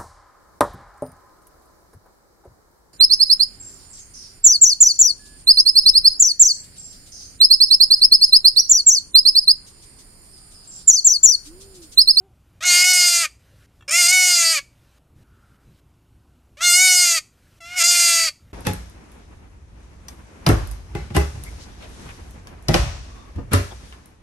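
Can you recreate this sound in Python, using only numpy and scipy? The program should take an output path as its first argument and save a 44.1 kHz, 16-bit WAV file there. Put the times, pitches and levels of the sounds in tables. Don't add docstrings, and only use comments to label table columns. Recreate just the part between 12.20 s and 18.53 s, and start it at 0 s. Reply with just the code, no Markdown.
import sys
import numpy as np
from scipy import signal
from scipy.io import wavfile
from scipy.ndimage import uniform_filter1d

SR = 44100
rng = np.random.default_rng(int(sys.argv[2]) if len(sys.argv) > 2 else 0)


def unload_wav(signal):
    wavfile.write(
        sys.argv[1],
        SR,
        np.round(np.clip(np.atleast_2d(signal).T, -1, 1) * 32767).astype(np.int16),
    )


def voltage_ratio(level):
    return 10 ** (np.asarray(level, float) / 20)


N = 279192

# (time [s], pitch [Hz])
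PITCH = [
    [(.405, 602.6), (.424, 640), (.44, 722.3), (.455, 724), (.526, 703), (.7, 735.2), (.9, 700),
     (1.026, 673.4), (1.06, 595.2)],
    [(1.68, 539.8), (1.732, 666.6), (1.79, 717.6), (1.85, 685.6), (1.93, 741.1), (2.078, 725.7),
     (2.256, 660.5), (2.33, 655.2), (2.395, 552)],
    [(4.37, 547.4), (4.39, 617), (4.436, 713.5), (4.518, 700), (4.628, 747.4), (4.828, 712), (4.96, 658.8),
     (4.984, 612.7), (5.0, 590)],
    [(5.405, 707.4), (5.416, 664), (5.534, 720.2), (5.582, 730), (5.608, 668.5), (5.68, 703.3),
     (5.796, 695), (6.06, 655), (6.1, 579.4)],
]
# (start [s], mouth opens [s], end [s], effort [dB], thin lead-in level [dB])
BLEATS = [
    (0.405, 0.423, 1.065, -11.5, -37),
    (1.678, 1.69, 2.3987, -12.5, -29.5),
    (4.369, 4.405, 4.994, -11, -46.5),
    (5.403, 5.556, 6.098, -12.5, -45.5),
]
VOICES = [
    (.011, .003, .011, 1.8, 0.36),
    (0.0074, .003, 0.014, 1.3, 0.7),
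    (0.0018, .004, .011, 1.2, .35),
    (0.012, 0.011, 0.021, 0.64, .15),
]
# (jaw at opening [factor], tongue at opening [factor], brightness early [dB/octave],
# late [dB/octave], with shut lips [dB/octave])
MOUTHS = [
    (1.05, .74, -0.5, 3.4, -5),
    (1.08, 1.2, 2, 1.8, -6),
    (0.98, .7, -1, 5.1, -5),
    (1.0, 1.08, 2.5, 3.1, -14),
]
ROUND_DB = [7, -3, 7, 2]
STATIONS = [0.35, 0.36, 0.96]
# (frequency [Hz], width [Hz], level [dB])
THROAT = [(1339, 730, -7.5), (2190, 200, 5.5), (2900, 1400, -11.5), (4840, 390, 4), (6885, 1200, 2),
          (8450, 780, 1), (12000, 4100, -17)]
# (frequency [Hz], level [dB])
COLOUR = [(100, -58), (400, -40), (800, -17), (1250, -7), (2700, -1.5), (3500, -6), (4400, -3), (6000, -2),
          (9900, -10.5), (13400, -11), (13800, -56)]
# (time [s], dulling [dB/octave], drop of the fundamental [dB], length [s])
DIPS = [(.447, -1, -20, .006), (.637, -4, -15, .003), (.728, 0, -20, .004), (1.703, -4, 0, .005),
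        (1.88, -2, 0, .004), (1.922, 0, -15, .004), (5.633, -2, 0, .005)]
# (time [s], pitch [Hz], level [dB])
GRUNT = [(0.0, 362, -56.5), (0.054, 400, -61), (0.094, 366, -71), (0.114, 376.7, -67), (0.13, 366, -82),
         (0.15, 368.7, -69)]
GRUNT_OVERTONES_DB = [8.5, -0.5, -19, -13]
# (time [s], peak level [dB])
SMACKS = [
    (1.6054, -43.5),
    (1.6208, -42.5),
]
# (frequency [Hz], level [dB], T60 [s])
LIPS = [(1460, -3, .05), (1770, 1.5, .05), (2290, -2.5, .05), (2720, -1.5, .04), (3300, -.6, .06),
        (7200, -6.5, .05), (5600, -9, .02)]
# (start [s], length [s], frequency [Hz], width [Hz], level [dB])
EXHALE = (3.0, .47, 1400, 350, -66)
# (start [s], length [s], level at the end [dB])
NOISE_SWELLS = [(0.136, .26, -70.5), (1.192, .27, -60), (1.474, 0.13, -68.5), (2.507, .28, -62.5),
                (2.956, .08, -64), (3.069, .3, -68), (3.401, .2, -65), (3.599, 1, -73), (5.122, .27, -61),
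                (6.19, .13, -64.5)]
# (frequency [Hz], level [dB per Hz])
SWELL_TONE = [(180, -37), (300, -51), (352, -26.5), (532, 5), (614, 5), (665, -14), (1380, 1.5),
              (13500, -11.5)]
# (frequency [Hz], T60 [s])
SHED = [(500, 0.22), (1500, 0.26), (2300, 0.35), (3300, 0.3), (4700, .32), (10000, 0.34)]
# (time [s], rise [dB], length [s])
GUSTS = [(1.55, -0.5, .12), (3.0, 5.5, 0.13), (3.49, 11, .05), (4.25, 1.5, 0.19), (5.49, 2.5, 0.066),
         (6.278, 6, 0.034)]
# (frequency [Hz], level [dB per Hz])
RUMBLE_LOW = [(30, -22), (48, -3.5), (76, 3.5), (200, -13), (235, -15), (500, -25.5), (650, -57.5),
              (1100, -120)]
# (frequency [Hz], level [dB per Hz])
MICROPHONE_HISS = [(150, -33.5), (250, -5), (343, -8.5), (434, -15.5), (728, -14), (1490, -18.5),
                   (1650, -27), (2810, -24), (4130, -30.5), (13500, -31.5)]
# (frequency [Hz], level [dB])
HUM = [(59.2, -62.5)]

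LEAD_DB_PER_S, LEAD_RISE_S = 89.5, 0.0039
ATTACK_DB, ATTACK_S, SWELL_DB, SWELL_S = -15.5, 0.021, -6.5, 0.035
SAG_DB, RELEASE_DB, RELEASE_S, CUT_S = -3, -7, 0.085, 0.0095
ONSET_S, BREATH_HOLD, BREATH_LATE, BREATH_END, BREATH_DIP = .04, .018, .04, .15, .05
AIR_HZ, AIR_TILT = 4230, 0.59
CHEST_DB, CHEST_SHARE, CHEST_SAG_DB = -38, 0.49, -2.5
CLOSING_DB, CLOSING_S, SHUT_S, ROUND_S = -12, 0.031, 0.015, .07
JAW, JAW_S, TONGUE_S, TONGUE_HZ, TONGUE_FOLLOW = 1.029, .035, .085, 700, 0.38
FLUTTER_DB = 3
DIP_TREBLE_HZ, DIP_TREBLE_LOSS = 5600, .7
SWELL_RISE_DB = 6
SHED_DB, WALLS_DB, WALLS_T60, GATE_S, GATE_DB = -25, -8.5, .07, 0.15, -5.5
GUST_DB, GUST_SWAY_DB, DUCK_DB, HISS_DB = -58, 0.5, -2.5, -66


def bleat(pitch, cry, voice_row, mouth_row, round_db):
    t = np.arange(cry[0], cry[0] + 1, 1 / SR)
    effort, *timing = shape(t, *cry)
    progress = timing[0]
    bright_db, low_tuning, tongue = mouth(*timing, *mouth_row)
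    hz = uniform_filter1d(follow(pitch, t)[0], size=500)
    high_tuning = tongue * (hz / TONGUE_HZ) ** TONGUE_FOLLOW

    dip = np.array([np.exp(-((t - row[0]) / row[3]) ** 2) for row in DIPS])
    dull_db, drop_db = np.transpose(DIPS)[1:3] @ dip
    bright_db = bright_db + dull_db
    chest_db = CHEST_DB + CHEST_SAG_DB * progress + drop_db
    chest = voltage_ratio(chest_db) * (effort / effort.max()) ** CHEST_SHARE

    *alternation, onset_breath = voice_row
    onset = np.exp(-((t - cry[1]) / ONSET_S) ** 2)
    breath = BREATH_HOLD + BREATH_LATE * progress ** 2 + BREATH_END * progress ** 20
    breath += onset_breath * onset + BREATH_DIP * uniform_filter1d(dip.sum(0), size=600)
    cycles, pulses, puffs = folds(t - cry[0], hz, progress, breath, *alternation)
    voice = throat(pulses, puffs, breath, bright_db, low_tuning, high_tuning, timing[1], round_db)
    voice = signal.oaconvolve(voice, colour(COLOUR), "same")
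    voice /= np.sqrt(abs(uniform_filter1d(voice ** 2, size=1500)) + 1e-12)
    return t[0], effort * voice + np.sqrt(2) * chest * np.sin(2 * np.pi * cycles)


def folds(since_start, hz, progress, breath, early, midway, late, steady_share):
    wobble, sway, swing, air = rng.standard_normal((len(hz), 4)).T
    sway, swing = drift(sway, 130), drift(swing, 130)
    unevenness = np.interp(progress, STATIONS, [early, midway, late])
    wandering = np.clip(unevenness * np.clip(since_start / .12, 0, 1), 0, .025)
    cycles = np.cumsum(hz) / SR
    uneven = wandering * (steady_share + sway) * np.cos(np.pi * cycles)
    uneven += wandering * swing * np.sin(np.pi * cycles)
    cycles += uneven + .025 * breath * evened(uniform_filter1d(wobble, size=80))
    snap = sum(np.cos(2 * np.pi * k * cycles - .008 * k * k) for k in range(1, 25))
    pulses = (1 + 3.0 * uneven) * snap
    puffs = (0.57 + np.exp(-(cycles % 1) / .25)) * air
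    return cycles, evened(pulses), evened(puffs)


def throat(pulses, puffs, breath, bright_db, low_tuning, high_tuning, since, round_db):
    tremble = rng.standard_normal((len(THROAT), len(pulses)))
    flutter = drift(tremble, 1300)
    rounding_db = round_db * np.exp(-(since / ROUND_S) ** 2)
    out = np.zeros(len(pulses))
    for k, (mode_hz, width, db) in enumerate(THROAT):
        tuning = low_tuning if k < 3 else high_tuning ** (1 if k == 3 else .25)
        gain_db = db + bright_db * np.log2(mode_hz / 2200) + FLUTTER_DB * flutter[k]
        if k == 0:
            gain_db = gain_db + rounding_db
        share = np.clip(breath * (mode_hz / AIR_HZ) ** AIR_TILT, 0, 1)
        air = 2.6 * resonate(puffs, mode_hz * tuning, 1.1 * width)
        drive = (1 - share) * pulses + share * air
        out += voltage_ratio(gain_db) * resonate(drive, mode_hz * tuning, width)
    return out


def shape(t, start, opens, end, effort_db, lead_db):
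    since, left = np.maximum(t - opens, 0), np.maximum(end - t, 0)
    progress = np.clip(since / (end - opens), 0, 1)
    shut = np.exp(-since / ATTACK_S)
    lead = voltage_ratio(lead_db + LEAD_DB_PER_S * (np.minimum(t, opens) - start)) * shut
    full_db = effort_db + ATTACK_DB * shut + SWELL_DB * np.exp(-since / SWELL_S)
    full_db += SAG_DB * progress ** 2 + RELEASE_DB * np.exp(-left / RELEASE_S)
    full = voltage_ratio(full_db) * np.clip(since / LEAD_RISE_S, 0, 1)
    edges = np.clip((t - start) / LEAD_RISE_S, 0, 1) * np.clip(left / CUT_S, 0, 1)
    return (lead + full) * edges, progress, since, left


def mouth(progress, since, left, jaw, tongue, early_db, late_db, shut_db):
    bright_db = early_db + (late_db - early_db) * progress
    bright_db += shut_db * np.exp(-since / SHUT_S) + CLOSING_DB * np.exp(-left / CLOSING_S)
    jaw_tuning = JAW + (jaw - JAW) * np.exp(-since / JAW_S)
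    tongue_tuning = 1 + (tongue - 1) * np.exp(-(since / TONGUE_S) ** 2)
    return bright_db, jaw_tuning, tongue_tuning


def treble_dipped(x):
    t = np.arange(N) / SR
    high_pass = signal.firwin(101, DIP_TREBLE_HZ, pass_zero=False, fs=SR)
    treble = signal.oaconvolve(x, high_pass, "same")
    dips = sum(np.exp(-((t - row[0]) / row[3]) ** 4) for row in DIPS)
    return x - DIP_TREBLE_LOSS * treble * dips


def grunt():
    t = np.arange(0, GRUNT[-1][0], 1 / SR)
    hz, level_db = follow(GRUNT, t)
    phase = 2 * np.pi * np.cumsum(hz) / SR
    tone = sum(voltage_ratio(db) * np.sin((k + 1) * phase) for k, db in enumerate(GRUNT_OVERTONES_DB))
    return voltage_ratio(level_db - 4.0) * tone * np.clip((t[-1] - t) / .02, 0, 1)


def smack(db):
    t = np.arange(2000) / SR
    ring = sum(voltage_ratio(level_db - 60 * t / t60) * np.sin(2 * np.pi * hz * t) for hz, level_db, t60 in LIPS)
    sputter = rng.standard_normal(400) * np.hanning(400)
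    ring = np.convolve(ring, sputter)
    return voltage_ratio(db) * ring / abs(ring).max()


def exhale(start, length, hz, width, db):
    t = np.arange(0, length, 1 / SR)
    tune = np.full(len(t), hz)
    air = resonate(rng.standard_normal(len(t)), tune, width)
    air = resonate(air, tune, width)
    return start, voltage_ratio(db) * evened(air) * np.sqrt(np.sin(np.pi * t / length))


def noise_swells():
    t = np.arange(N) / SR
    level = np.zeros(N)
    for s, length, db in NOISE_SWELLS:
        swell_db = SWELL_RISE_DB * ((t - s) / length - 1).clip(-1, 0)
        level += voltage_ratio(db + swell_db) * (t >= s) * (t < s + length)
    return hiss(SWELL_TONE, patchy_db=2.0) * uniform_filter1d(level, size=300)


def echo(x, decays):
    taps, at = np.zeros(SR // 2), np.arange(100, SR // 2 - 20, 20)
    taps[at + rng.integers(0, 20, len(at))] = rng.choice([-1., 1.], len(at))
    hz, t, z = signal.stft(taps, SR, nperseg=256)
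    decay = voltage_ratio(-60 * t / read(decays, hz)[:, None])
    tail = signal.istft(z * decay, SR, nperseg=256)[1]
    return signal.fftconvolve(x, tail / np.linalg.norm(tail))[:N]


def rumble():
    t = np.arange(N) / SR
    waver, sway = (evened(uniform_filter1d(v, size=4000)) for v in rng.standard_normal((N, 2)).T)
    hum = sum(voltage_ratio(db + 2.5 + 2.5 * waver) * np.sin(2 * np.pi * hz * t) for hz, db in HUM)
    crying = sum(1. * (t > row[1]) * (t < row[2]) for row in BLEATS)
    crying = uniform_filter1d(crying, size=4000)
    gust_db = GUST_DB + GUST_SWAY_DB * sway + DUCK_DB * crying
    gust_db += sum(db * np.exp(-((t - s) / length) ** 2) for s, db, length in GUSTS)
    gusts = voltage_ratio(gust_db) * hiss(RUMBLE_LOW, patchy_db=2.0)
    return gusts + voltage_ratio(HISS_DB) * hiss(MICROPHONE_HISS, patchy_db=1.5) + hum


def hiss(points, patchy_db):
    a, b, patches = rng.standard_normal((N // 256 + 5, 513, 3)).T
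    patches = uniform_filter1d(patches, size=10, axis=0)
    patches = evened(uniform_filter1d(patches, size=12, axis=1))
    level_db = read(points, np.fft.rfftfreq(1024, 1 / SR))[:, None] + patchy_db * patches
    noise = signal.istft((a + 1j * b) * voltage_ratio(level_db), nperseg=1024, noverlap=768)[1]
    return evened(noise[:N])


def resonate(x, hz, width):
    turn = np.exp(2j * np.pi * np.cumsum(hz) / SR)
    r = np.exp(-np.pi * width / SR)
    return 2 * (turn * signal.lfilter([1 - r], [1, -r], x / turn)).real


def colour(points):
    hz = np.linspace(0, SR / 2, 1025)
    return signal.firwin2(1023, hz, voltage_ratio(read(points, hz)), fs=SR)


def evened(x):
    return x / np.sqrt(np.mean(x ** 2) + 1e-20)


def drift(x, size):
    return evened(uniform_filter1d(uniform_filter1d(x, size=size), size=size))


def read(points, hz):
    f, value = np.transpose(points)
    return np.interp(np.log(hz + 1), np.log(f + 1), value)


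def follow(rows, t):
    s, *columns = np.transpose(rows)
    return [np.interp(t, s, c) for c in columns]


def add(mix, s, sound):
    part = mix[round(s * SR):][:len(sound)]
    part += sound[:len(part)]


def scene():
    kid, t = np.zeros(N), np.arange(N) / SR
    for rows in zip(PITCH, BLEATS, VOICES, MOUTHS, ROUND_DB):
        add(kid, *bleat(*rows))
    add(kid, 0, grunt())
    for s, db in SMACKS:
        add(kid, s, smack(db))
    room = voltage_ratio(WALLS_DB) * echo(kid, [(1000, WALLS_T60)]) + voltage_ratio(SHED_DB) * echo(kid, SHED)
    gated = sum(1. * (t > row[2] + GATE_S) * (t < row[2] + 2 * GATE_S + .1) for row in BLEATS)
    room *= voltage_ratio(GATE_DB * uniform_filter1d(gated, size=500))
    add(kid, *exhale(*EXHALE))
    mix = treble_dipped(kid + room) + noise_swells() + rumble()
    return np.array([mix, mix])


def top_cut(x):
    return signal.sosfilt(signal.butter(12, 13750, fs=SR, output="sos"), x)


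def record(dry):
    saturated = 0.96 * dry / (1 + dry ** 8) ** (1 / 8)
    return top_cut(np.clip(saturated, -1, 1))


dry = scene()
out = record(dry)
unload_wav(out)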